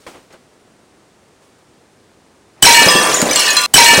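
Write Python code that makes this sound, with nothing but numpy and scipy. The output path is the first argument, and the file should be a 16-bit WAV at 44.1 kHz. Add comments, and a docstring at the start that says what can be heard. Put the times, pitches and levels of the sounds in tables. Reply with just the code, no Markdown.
"""A quiet, carpeted room: a soft knock and a shuffle, then a heavy blow scatters a stack of drinking
glasses on a plate. The glasses collide and ring in their own modes, shards ping, splinters shower
down as tiny damped rings, and heavy pieces thud onto carpet and plate. The smash overloads the
microphone; it is then cut off and starts again from the blow."""
import sys
import numpy as np
from scipy import signal
from scipy.fft import rfft, irfft, next_fast_len
from scipy.io import wavfile
from scipy.ndimage import map_coordinates

SR = 44100
rng = np.random.default_rng(int(sys.argv[2]) if len(sys.argv) > 2 else 0)


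def wrap_up_sound(samples):
    """Save the sound to the file named by the first command line argument, as 16-bit audio."""
    columns = np.atleast_2d(samples).T
    # keep every value between -1 and 1, then stretch to whole-number steps
    tamed = np.clip(columns, -1, 1)
    steps = np.round(tamed * 32767).astype(np.int16)
    wavfile.write(sys.argv[1], SR, steps)


N = 176400

BLOW_S, CUT_S, TOP_HZ = 2.6243, 3.6625, 16000
RING_RISE_S, THUD_RISE_S = .0006, .004
CLICK_DB, CLICK_T60_S = -5, .03  # the hard edge of a contact, relative to its level
CHATTER, SHARD_CHATTER, CHATTER_PER_S = .34, .55, 115  # depths and rate of the rattle in a ring

# The bright crack of glass, also heard in every click. Each row: frequency in Hz, level in dB.
CRACK_COLOUR = [(40, -10), (1000, -3), (7000, 1), (15000, -2)]
# The low push of air under it. Each row: frequency in Hz, level in dB.
PUFF_COLOUR = [(30, 0), (70, -7), (200, -15), (800, -28)]


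def blow():
    """A light touch, then the crash that breaks the stack, with a low push of air."""
    touch = strike(2.62, db=-20, rise=THUD_RISE_S, t60=.09)
    crash = strike(BLOW_S, db=0, rise=RING_RISE_S, t60=.09)
    puff = strike(BLOW_S, db=-20, rise=THUD_RISE_S, t60=.35)
    return (touch + crash) * noise(CRACK_COLOUR) + puff * noise(PUFF_COLOUR)


# The voice of each glass. Each row: glass number, pitch in Hz, level in dB, 60 dB decay in seconds.
GLASS_MODES = [(0, 937, 0, .28), (0, 2295, -3, .28), (0, 5480, -11, .18), (1, 1760, -1.5, .55),
               (1, 1837, -4, .55), (2, 1005, -5, 1.3), (2, 1175, -2, .65), (2, 2718, -1, .5),
               (2, 3278, -2, .6), (2, 3388, -1, .35), (2, 5048, -5, .24), (2, 6062, -4, .45),
               (2, 8370, -9, .35), (3, 2531, -1, .45), (3, 3285, -7, .3), (3, 4067, -1, .35),
               (4, 1440, -14, 1.1), (4, 4111, -1, .17), (4, 7175, -9, .2), (5, 2837, -5, .45),
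               (5, 2877, -1, .55), (5, 2992, -11, .6), (5, 4320, 1, .3), (5, 7612, -10, .25),
               (5, 7845, -9, .25)]
# The collisions. Each row: start in seconds, glass number, level in dB.
CLINKS = [(2.653, 3, -9), (2.665, 0, -3), (2.70, 0, -3), (2.705, 3, -10), (2.745, 1, -4), (2.745, 5, -8),
          (2.771, 0, -2), (2.79, 5, -12), (2.809, 1, -10), (2.8223, 3, -14), (2.885, 2, -14),
          (2.905, 1, -11), (2.9615, 2, -15), (2.985, 1, -14), (3.04, 2, -21), (3.358, 5, -15),
          (3.365, 2, -21), (3.3935, 4, -16), (3.3935, 5, -18), (3.4535, 5, -18), (3.4535, 2, -23),
          (3.47, 1, -15), (3.48, 3, -17), (3.5672, 4, -6), (3.5672, 2, -17), (3.5672, 3, -19),
          (3.6361, 4, -16), (3.6361, 2, -22)]


def glasses():
    """Every contact clicks and feeds the modes of its glass; rattling roughens the high ones most."""
    def envelope(glass, db, t60):
        hits = [strike(s, db + level, RING_RISE_S, t60) for s, struck, level in CLINKS if struck == glass]
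        return np.sqrt(sum(hit ** 2 for hit in hits))  # hits add in energy
    notes = sum(envelope(glass, db, t60) * ring(hz, CHATTER * np.sqrt(hz / 4000))
                for glass, hz, db, t60 in GLASS_MODES)
    stack = sorted({row[0] for row in GLASS_MODES})
    sparkle = sum(envelope(glass, db=-14, t60=.7) * overtones() for glass in stack)
    clicks = sum(strike(s, db + CLICK_DB, RING_RISE_S, CLICK_T60_S) for s, _, db in CLINKS)
    return notes + sparkle + clicks * noise(CRACK_COLOUR)


def ring(hz, chatter):
    """One mode: it wavers as the piece tumbles and turns rough as it rattles."""
    tumble_per_s, tumble_db, wander_rad = 28, 1.7, .55
    phase = 2 * np.pi * hz * np.arange(N) / SR + wander_rad * wobble(tumble_per_s)
    note = (1 + chatter * wobble(CHATTER_PER_S)) * np.sin(phase)
    note += chatter * wobble(CHATTER_PER_S) * np.cos(phase)
    return note * amp(tumble_db * wobble(tumble_per_s)) / np.sqrt(1 + 2 * chatter ** 2)


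def overtones(count=18, low_hz=4700):
    """The crowd of high, unevenly spaced modes in one piece of glass, at rms 1."""
    hz = low_hz + (TOP_HZ - low_hz) * (np.arange(count) + rng.random(count)) / count
    lines = np.zeros(N // 2 + 1, complex)
    lines[(hz * N / SR).astype(int)] = (.5 + rng.random(count)) * np.exp(2j * np.pi * rng.random(count))
    return unit(irfft(lines, N) * (1 + SHARD_CHATTER * wobble(CHATTER_PER_S)))


# Loose shards. Each row: start in seconds, pitch in Hz, level in dB, 60 dB decay in seconds.
SHARD_PINGS = [(2.6245, 7990, 4, .06), (2.626, 3000, 5, .06), (2.6528, 5540, 2, .12), (2.69, 5600, -1, .12),
               (2.8223, 6200, -2, .008), (2.8851, 5050, -1, .04), (2.905, 8370, -13, .2),
               (3.1412, 7050, -12, .24), (3.1412, 6640, -14, .25), (3.2, 7030, -15, .1),
               (3.2155, 6900, 1, .015), (3.2548, 7000, -15, .03), (3.3108, 6020, -9, .08),
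               (3.3108, 2300, -19, .3), (3.3582, 7600, 0, .035), (3.3935, 9880, -7, .12),
               (3.3935, 5585, -10, .08), (3.5037, 6730, -7, .05), (3.531, 9890, -13, .11)]


def shards(overtone_db=-13):
    """A shard clicks and gives one short, rough, high note with overtones."""
    pings = sum(strike(s, db, RING_RISE_S, t60) * (ring(hz, SHARD_CHATTER) + amp(overtone_db) * overtones())
                for s, hz, db, t60 in SHARD_PINGS)
    clicks = sum(strike(s, db + CLICK_DB, RING_RISE_S, CLICK_T60_S) for s, _, db, _ in SHARD_PINGS)
    return pings + clicks * noise(CRACK_COLOUR)


# Heavy pieces hitting carpet or plate. Each row: start in seconds, pitch in Hz, level in dB.
LANDINGS = [(2.625, 230, -3), (2.815, 510, -2), (2.862, 190, -6), (2.872, 545, 1), (2.949, 360, -2),
            (3.088, 440, -7), (3.222, 240, -1), (3.264, 350, -4), (3.298, 250, -6)]
# The plate's ring. 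Each row: pitch in Hz, level in dB relative to the landing, 60 dB decay in seconds.
PLATE_MODES = [(500, -19, .5), (572, -19, .35)]


def thuds(scuff_db=-3):
    """A landing is a low, damped note with a scuff of noise around it; the plate rings on after it."""
    t, out = np.arange(N) / SR, np.zeros(N)
    for s, hz, db in LANDINGS:
        body = .5 * np.sin(2 * np.pi * hz * (t - s))
        scuff = noise([(hz / 4, -26), (hz / 2, -3), (hz, 0), (hz * 2, -6), (hz * 8, -27)])
        out += strike(s, db, THUD_RISE_S, t60=.07) * (body + amp(scuff_db) * scuff)
    for hz, level, t60 in PLATE_MODES:
        energy = sum(strike(s, db + level, THUD_RISE_S, t60) ** 2 for s, _, db in LANDINGS)
        out += np.sqrt(energy) * ring(hz, CHATTER)
    return out


# The shower's fader moves. Each row: time in seconds, bright spray in dB, dull clatter in dB.
DEBRIS_LEVELS = [(2.625, -5, -14), (2.70, -4, -17), (2.76, -11, -20), (2.83, -13, -18), (2.96, -17, -21),
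                 (3.09, -18, -17), (3.17, -19, -24), (3.24, -25, -22), (3.38, -16, -26), (3.52, -18, -27),
                 (3.66, -23, -32)]
# Crisp splinters, sizzling dust and mid-range clatter. Each row: frequency in Hz, level in dB.
SPLINTER_COLOUR = [(900, -10), (1800, -4), (4200, -2), (5600, 3), (15000, 0)]
DUST_COLOUR = [(1000, -24), (3000, -5), (6000, 0), (15500, 1)]
CLATTER_COLOUR = [(60, -34), (200, -15), (480, -1), (1300, 2), (2500, -3), (5000, -12)]


def debris(dust_db=-6):
    """Splinters and duller clatter shower down; the finest fragments merge into a sizzle."""
    times, spray_db, clatter_db = np.transpose(DEBRIS_LEVELS)
    t = np.arange(N) / SR
    shower_gain = np.sqrt((CUT_S - BLOW_S) * SR / N)  # rms 1 while the grains fall
    splinters = grains(per_s=1900, cycles=160, spread_db=2.8, lo_hz=1500, hi_hz=15500)
    spray = shower_gain * coloured(splinters, SPLINTER_COLOUR) + amp(dust_db) * noise(DUST_COLOUR)
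    spray *= amp(np.interp(t, times, spray_db)) / np.hypot(1, amp(dust_db))
    chips = grains(per_s=1500, cycles=14, spread_db=2, lo_hz=130, hi_hz=3500)
    clatter = shower_gain * coloured(chips, CLATTER_COLOUR) * amp(np.interp(t, times, clatter_db))
    return (t > BLOW_S) * (spray + clatter)


def grains(per_s, cycles, spread_db, lo_hz, hi_hz, size=2048):
    """Tiny rings of random pitch and strength, each damped over roughly `cycles` cycles."""
    span_s, n = CUT_S - BLOW_S, np.arange(size)
    draws = np.random.default_rng(rng.integers(2 ** 30)).random((int(per_s * span_s), 4))
    when, pitch, force, length = np.hsplit(draws, 4)
    start = ((BLOW_S + when * span_s) * SR).astype(int)
    hz = lo_hz * (hi_hz / lo_hz) ** pitch
    strength = amp(-spread_db * np.log(np.maximum(force, .02)))
    turns = hz * n / SR
    decay = amp(-60 * turns / (cycles * (.5 + length))) * (1 - n / size)
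    rings = strength * np.sin(2 * np.pi * turns) * decay
    return np.bincount((start + n).ravel(), rings.ravel(), N)[:N]


# A dry, furnished room. Each row: frequency in Hz, 60 dB decay in seconds.
ROOM_DECAY = [(150, .25), (1000, .35), (14000, .25)]


def room_reverb(x):
    """Reflections blur into a short noise tail that lasts longest in the mids."""
    hz, t, spectrum = signal.stft(rng.standard_normal(SR // 2), SR, nperseg=256)
    decay = amp(-60 * t / along(ROOM_DECAY, hz)[:, None])
    tail = signal.istft(spectrum * decay, SR, nperseg=256)[1]
    predelayed = np.pad(tail, (SR // 300, 0))
    return signal.fftconvolve(x, predelayed / np.linalg.norm(tail))[:N]


# Soft knocks and light rustles. Each row: start in seconds, level in dB, rise and 60 dB decay in seconds.
KNOCKS = [(.064, -31, .002, .22), (.135, -36, .02, .25), (.302, -42, .005, .2), (.335, -37, .01, .1),
          (2.56, -43, .03, .5)]
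RUSTLES = [(0, -52, .002, 1.5), (.066, -43, .001, .4), (.325, -46, .001, .1), (1.41, -52, .02, .4),
           (1.58, -56, .005, .15)]
# Boxy knocks, airy rustles and a low bed of room tone. Each row: frequency in Hz, level in dB.
KNOCK_COLOUR = [(40, -16), (250, -2), (550, 1), (1000, -6), (2300, -11), (8500, -28), (15000, -34)]
RUSTLE_COLOUR = [(300, -3), (3000, 0), (15000, -4)]
ROOM_TONE = [(25, -21), (65, -4), (200, 0), (370, 1), (700, -5), (1400, -10), (3000, -16), (9500, -20),
             (15000, -26)]


def background(tone_db=-52.7):
    """Room tone, with someone moving about: short bursts of dull and airy noise."""
    knocks = sum(strike(*row) for row in KNOCKS) * noise(KNOCK_COLOUR)
    rustles = sum(strike(*row) for row in RUSTLES) * noise(RUSTLE_COLOUR)
    return amp(tone_db) * noise(ROOM_TONE) + knocks + rustles


def strike(s, db, rise, t60):
    """Envelope that rises at second s and falls 60 dB every t60 seconds."""
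    env, start = np.zeros(N), round(s * SR)
    t = np.arange(min(N - start, SR)) / SR
    env[start:start + len(t)] = amp(db - 60 * t / t60) * (1 - np.exp(-t / rise))
    return env


def wobble(rate, size=4096):
    """A smooth random curve, rate knots a second."""
    positions = np.linspace(0, rate * N / SR, size)
    coarse = map_coordinates(rng.standard_normal(size), [positions], mode="wrap")
    return np.interp(np.arange(N), np.linspace(0, N, size), coarse)


def amp(db):
    """Decibels to gain."""
    return 10 ** (np.asarray(db) / 20)


def unit(x):
    """Scale to rms 1."""
    return x / np.sqrt(np.mean(x ** 2) + 1e-20)


def along(points, hz):
    """(Hz, value) points read on a log axis."""
    knots_hz, values = np.transpose(points)
    return np.interp(np.log(hz + 1), np.log(knots_hz + 1), values)


def filtered(x, response):
    """x times a gain that depends on frequency."""
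    size = next_fast_len(N + SR // 2)
    return irfft(rfft(x, size) * response(np.fft.rfftfreq(size, 1 / SR)), size)[:N]


def coloured(x, colour):
    """x through an EQ curve of (Hz, dB) points, at rms 1."""
    return unit(filtered(x, lambda hz: amp(along(colour, hz))))


def noise(colour):
    """Coloured noise of rms 1."""
    return coloured(rng.standard_normal(N), colour)


def scene():
    """The smash and its reverb over the quiet room, in mono."""
    smash = blow() + glasses() + shards() + thuds() + debris()
    return (smash + amp(-10) * room_reverb(smash) + background())[None]


def overload(x, limit_s=.015, makeup_db=1.5, hardness=5):
    """A fast limiter ducks the loud moments, and the remaining peaks saturate."""
    pole = np.exp(-1 / (limit_s * SR))
    power = signal.lfilter([1 - pole], [1, -pole], x ** 2)
    limited = amp(makeup_db) * x / np.sqrt(1 + power)
    return limited / (1 + np.abs(limited) ** hardness) ** (1 / hardness)


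def retrigger(x, resume_s=3.7335, delay_s=1.11457, pause_db=-44):
    """The smash is cut off; after a moment of room tone it starts again from the blow."""
    t = np.arange(N) / SR
    pause = amp(pause_db) * noise(ROOM_TONE)
    repeat = np.roll(x, round(delay_s * SR))
    return np.where(t < CUT_S, x, np.where(t < resume_s, pause, repeat))


def record(dry):
    """A dull-topped microphone overloads; then come the retrigger and a brick-wall low-pass."""
    shelf_db, edge_hz, width_hz = -9, 9850, 350
    dulled = filtered(dry[0], lambda hz: amp(shelf_db * np.clip((hz - edge_hz) / width_hz, 0, 1)))
    return filtered(retrigger(overload(dulled)), lambda hz: 1 / (1 + (hz / TOP_HZ) ** 200))[None]


dry = scene()
out = record(dry)
wrap_up_sound(out)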